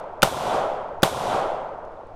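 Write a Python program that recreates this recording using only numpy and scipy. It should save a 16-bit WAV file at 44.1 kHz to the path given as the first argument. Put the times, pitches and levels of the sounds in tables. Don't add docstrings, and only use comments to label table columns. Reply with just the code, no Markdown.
import sys
import numpy as np
from scipy import signal
from scipy.fft import rfft, irfft
from scipy.io import wavfile
from scipy.ndimage import uniform_filter1d

SR = 44100
rng = np.random.default_rng(int(sys.argv[2]) if len(sys.argv) > 2 else 0)


def waveform_to_disk(signal):
    frames = np.transpose(np.atleast_2d(signal))
    scaled = np.clip(frames, -1, 1) * 32767
    samples = np.round(scaled).astype(np.int16)
    wavfile.write(sys.argv[1], SR, samples)


def voltage_ratio(decibels):
    exponent = np.asarray(decibels, float) / 20
    return 10 ** exponent


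N = 94815
LEAD = SR


def evened(x):
    return x / np.sqrt(np.mean(x ** 2) + 1e-20)


def read(points, hz):
    f, value = np.transpose(points)
    return np.interp(np.log(hz + 1), np.log(f + 1), value)


def colour(x, points):
    gain = voltage_ratio(read(points, np.fft.rfftfreq(len(x), 1 / SR)))
    return irfft(rfft(x) * gain, len(x))


def add(mix, s, sound):
    part = mix[round(s * SR):][:len(sound)]
    part += sound[:len(part)]


DUCK_DB, HOLD_S, BACK_S = -20, .08, .325


def duck_db(since):
    climb_left = np.clip((BACK_S - since) / (BACK_S - HOLD_S), 0, 1)
    return DUCK_DB * (since >= 0) * climb_left


# (frequency [Hz], level [dB per Hz])
AIR_SPECTRUM = [(15, -5), (25, -24.5), (100, -19), (160, -32), (250, -42), (1500, -36), (5000, -54.5),
                (12000, -69)]
# (time [s], level [dB])
GUSTS = [(0, -0.5), (.3, 1), (1.45, 3.5), (1.75, 0), (2.0, 0.5), (2.07, 8.5), (2.15, 8.5)]
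AIR_DB, LUMP_DB = -48.5, 1.5


def air():
    t = np.arange(N) / SR
    lumps = uniform_filter1d(rng.standard_normal(N), size=3000)
    lumps = evened(uniform_filter1d(lumps, size=3000))
    noise = evened(colour(rng.standard_normal(N), AIR_SPECTRUM))
    rumble = signal.sosfiltfilt(signal.butter(2, 200, fs=SR, output="sos"), noise)
    gust_db = np.interp(t, *np.transpose(GUSTS)) + LUMP_DB * lumps
    return voltage_ratio(AIR_DB) * (noise + rumble * (voltage_ratio(gust_db) - 1))


# (time [s], length [s], start [Hz], end [Hz], level [dB])
BIRD_CALLS = [
    (1.932, .018, 3930, 3060, -67),
    (1.962, .022, 4070, 3060, -66),
]


def chirp(length, from_hz, to_hz, db):
    hz = np.linspace(from_hz, to_hz, round(length * SR))
    return voltage_ratio(db) * np.hanning(len(hz)) * np.sin(2 * np.pi * np.cumsum(hz) / SR)


# (time [s], level [dB])
TICKS = [
    (.001, -43),
    (1.851, -52),
    (1.92, -58),
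    (2.07, -56),
]


def tick(db):
    t = np.arange(600) / SR
    return voltage_ratio(db - 60 * t / 0.014) * uniform_filter1d(rng.standard_normal(600), size=3)


# (frequency [Hz], decay by 60 dB [s])
WOODS_T60 = [(100, 0.6), (220, 0.92), (400, 1.7), (800, 1.5), (1500, 1.46), (3500, 0.83), (8000, 0.66),
             (13000, 0.51)]
TREES_PER_S, TREE_SPREAD_DB = 2500, 2
LEAF_SHARE, LEAF_HZ = .3, 1900
WOODS_DB = -12
BUSH_DB, BUSH_T60, BUSH_TILT_DB = -1, 0.26, 4.5
RIDGE_DB, RIDGE_HZ, RIDGE_T60 = -28.5, 1500, 5


def scatter(size):
    trees = rng.standard_normal(size)
    trees *= voltage_ratio(TREE_SPREAD_DB * np.minimum(rng.exponential(1, size), 4))
    trees *= rng.random(size) < TREES_PER_S / SR
    hz, t, low = signal.stft(evened(trees), SR, nperseg=256)
    high = signal.stft(rng.standard_normal(size), SR, nperseg=256)[2]
    hz = hz[:, None]
    leafy = np.clip(LEAF_SHARE + (hz / LEAF_HZ) ** 2, 0, 1)
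    z = np.sqrt(1 - leafy) * low + np.sqrt(leafy) * high
    far = voltage_ratio(WOODS_DB - 60 * (t - BACK_S) / read(WOODS_T60, hz) - 8.5)
    bush = voltage_ratio(BUSH_DB - 60 * t / BUSH_T60 + BUSH_TILT_DB * np.log2(1 + hz / 700))
    ridge = voltage_ratio(RIDGE_DB - 60 * t / RIDGE_T60) / (1 + (hz / RIDGE_HZ) ** 4)
    strength = np.sqrt(far ** 2 + bush ** 2 + ridge ** 2)
    return signal.istft(z * strength, SR, nperseg=256)[1][:size]


ECHO_HZ, ECHO_TURNS, TURNS_PER_S = 740, .45, 4.5
GIRTH = .22


def echo(out, delay, db):
    t = np.arange(-220, 500) / SR
    hz = ECHO_HZ * np.exp(GIRTH * min(delay * 10, 1) * np.sin(1e4 * delay))
    turns = ECHO_TURNS + TURNS_PER_S * min(delay, .33) * np.where(t > 0, 1, .25)
    envelope = np.exp(-(t * ECHO_HZ / turns) ** 2)
    return delay - 220 / SR, voltage_ratio(db) * envelope * np.cos(2 * np.pi * hz * t + out)


SHADOW, SHADOW_S = .75, .003


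def shadowed(x):
    mid = signal.sosfiltfilt(signal.butter(3, [250, 1600], "band", fs=SR, output="sos"), x)
    t = np.arange(len(x))[::8] / SR
    shade = np.ones(len(t))
    for delay, _ in NEAR_ECHOES + TRUNK_ECHOES:
        shade *= 1 - SHADOW * np.exp(-((t - delay) / SHADOW_S + .2) ** 2)
    return x + mid * (np.repeat(shade, 8)[:len(x)] - 1)


# (delay [s], level as heard [dB])
NEAR_ECHOES = [(.0057, -3), (.0093, -4), (.0108, -10), (.0163, -12), (.0173, -12), (.0183, -13),
               (.0223, -14), (.0238, -10)]
# (delay [s], level as heard [dB])
TRUNK_ECHOES = [(0.0058, -8), (0.0317, -13), (0.0474, -12), (0.0967, -18), (0.117, -18), (0.1376, -22),
                (0.1591, -20), (0.1811, -17), (0.2402, -16), (0.246, -17), (0.2683, -16), (0.2809, -15),
                (0.2875, -16), (0.3207, -14), (0.3359, -13), (0.3518, -14), (0.4628, -18), (0.4719, -19),
                (0.4989, -20), (0.505, -21), (0.5149, -20), (0.6177, -23), (0.6618, -25), (0.7182, -27),
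                (0.753, -29), (0.7584, -25), (0.8532, -28), (0.9619, -28), (0.9739, -31), (0.9816, -32)]
# (frequency [Hz], level [dB per Hz])
WOODS_SPECTRUM = [(50, -24), (135, -14.5), (260, -15.5), (620, -1), (1400, -12), (1720, -22.5), (9000, -40),
                  (15500, -56)]
TRUNK_DB = 2
CHANGE = .4
HOUSING_HZ, HOUSING_WIDTH_HZ, HOUSING_DB = 3400, 570, 4.5


def woods(same):
    tail = same + CHANGE * scatter(len(same))
    hz = np.fft.rfftfreq(len(tail), 1 / SR)
    housing_db = HOUSING_DB * np.exp(-((hz - HOUSING_HZ) / HOUSING_WIDTH_HZ) ** 2)
    shape = voltage_ratio(read(WOODS_SPECTRUM, hz) + housing_db)
    tail = irfft(rfft(tail) * evened(shape), len(tail))
    tail *= np.clip(np.arange(len(tail)) / SR / 0.0029, 0, 1)
    tail = shadowed(tail)
    for delay, db in NEAR_ECHOES:
        add(tail, *echo(-.6, delay, db - duck_db(delay)))
    for delay, db in TRUNK_ECHOES[1:]:
        add(tail, *echo(.6, delay, db + TRUNK_DB - duck_db(delay)))
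    return tail


def jolt(db):
    t = np.arange(8192) / SR
    swing_hz, t60 = 32, .07
    return -voltage_ratio(db - 60 * t / t60) * np.sin(2 * np.pi * swing_hz * t)


# (frequency [Hz], level [dB], decay by 60 dB [s])
HAMMER_MODES = [(850, -9.5, .02), (2465, -0.5, 0.02), (3970, -20, 0.0087), (5100, -2.5, .006)]
HAMMER_LEAD_S = 0.0074


def hammer(db):
    t = np.arange(round(HAMMER_LEAD_S * SR)) / SR
    ring = sum(voltage_ratio(d - 60 * t / t60) * np.sin(2 * np.pi * hz * t) for hz, d, t60 in HAMMER_MODES)
    rattle = 3.3 * uniform_filter1d(rng.standard_normal(len(t)), size=3) * voltage_ratio(-60 * t / 0.0088)
    return voltage_ratio(db) * (ring + rattle) * np.minimum(t / .0006, 1)


PUSH_DB, PUSH_S, PUSH_AT_S = 8, .00045, .0007
GROUND_DB, GROUND_S = -6, .0062


def push(t, db):
    u = np.maximum(t, 0) / PUSH_S
    return -voltage_ratio(db - DUCK_DB) * u * (2 - u) * np.exp(-u)


# (frequency [Hz], level [dB per Hz])
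JET_SPECTRUM = [(40, -6), (300, -4.5), (800, -5), (1450, 2), (2400, -10), (3500, -4.5), (5000, -12.5),
                (15500, -18.5)]
JET_DB, JET_HOLD_S, JET_T60 = 14.5, .0055, 0.012
THUMP_DB, THUMP_HZ, THUMP_T60 = -4, 143, .035


def blast(jet_db):
    t = np.arange(4096) / SR
    direct = push(t - PUSH_AT_S, PUSH_DB)
    bounce = push((t - GROUND_S) / 1.13, PUSH_DB + GROUND_DB)
    jet = evened(colour(rng.standard_normal(len(t)), JET_SPECTRUM))
    jet *= np.minimum((t / .0009) ** 2, 1)
    jet *= voltage_ratio(JET_DB + jet_db - 60 * np.maximum(t - JET_HOLD_S, 0) / JET_T60)
    thump = voltage_ratio(THUMP_DB - 60 * t / THUMP_T60) * np.sin(2 * np.pi * THUMP_HZ * t)
    return direct + bounce + jet - thump


# (time [s], blast [dB], hammer [dB], recoil [dB], gas jet [dB])
RIFLE_SHOTS = [
    (-0.62, -3, -20, -6, 0),
    (.2283, -2, -16, 6, 1),
    (1.0300, -2, -29, -11.5, -2),
]


def scene():
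    mix, same = np.zeros(N + LEAD), scatter(3 * SR)
    for s, db, hammer_db, jolt_db, jet_db in RIFLE_SHOTS:
        at = s + LEAD / SR
        add(mix, at - HAMMER_LEAD_S, hammer(hammer_db))
        add(mix, at, voltage_ratio(db) * blast(jet_db))
        add(mix, at, jolt(jolt_db))
        add(mix, at, voltage_ratio(db) * woods(same))
    mix = mix[LEAD:] + air()
    for s, db in TICKS:
        add(mix, s, tick(db))
    for s, *call in BIRD_CALLS:
        add(mix, s, chirp(*call))
    return mix[None]


# (frequency [Hz], level [dB per bin])
FAINT_TREBLE = [(8500, -128), (10500, -110), (12000, -110), (13500, -89.5), (15000, -80), (16200, -59)]
# (time [s], level [dB])
STRICTNESS = [(.98, 1), (1.12, 8), (1.55, 10), (1.8, -2)]
LUCK_DB, EDGE_HZ = 6, 16500


def thinned(x):
    hz, t, z = signal.stft(x, SR, nperseg=1024)
    band_hz = hz[4:512:8, None]
    power = (abs(z[:512]) ** 2).reshape(64, 8, -1).mean(1)
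    level_db = 10 * np.log10(power + 1e-20)
    luck = rng.standard_normal((len(t), 64)).T
    luck_db = LUCK_DB * np.repeat(luck, 3, axis=1)[:, :len(t)]
    edge_db = read(FAINT_TREBLE, band_hz) + np.interp(t, *np.transpose(STRICTNESS))
    keep = np.clip((level_db - edge_db + luck_db) / 2, 0, 1) + (band_hz < FAINT_TREBLE[0][0])
    keep = np.repeat(np.minimum(keep, 1), 8, axis=0) * (hz[:512, None] < EDGE_HZ)
    return signal.istft(z * np.vstack([keep, keep[-1:]]), SR, nperseg=1024)[1][:N]


def top_cut(x):
    return signal.sosfilt(signal.butter(12, 16500, fs=SR, output="sos"), x)


def record(dry):
    t = np.arange(N) / SR
    ceiling = .72
    gain_db = np.min([duck_db(t - row[0]) for row in RIFLE_SHOTS], axis=0)
    saturated = ceiling * np.tanh(dry[0] * voltage_ratio(gain_db) / ceiling)
    return top_cut(thinned(saturated)[None])


dry = scene()
out = record(dry)
waveform_to_disk(out)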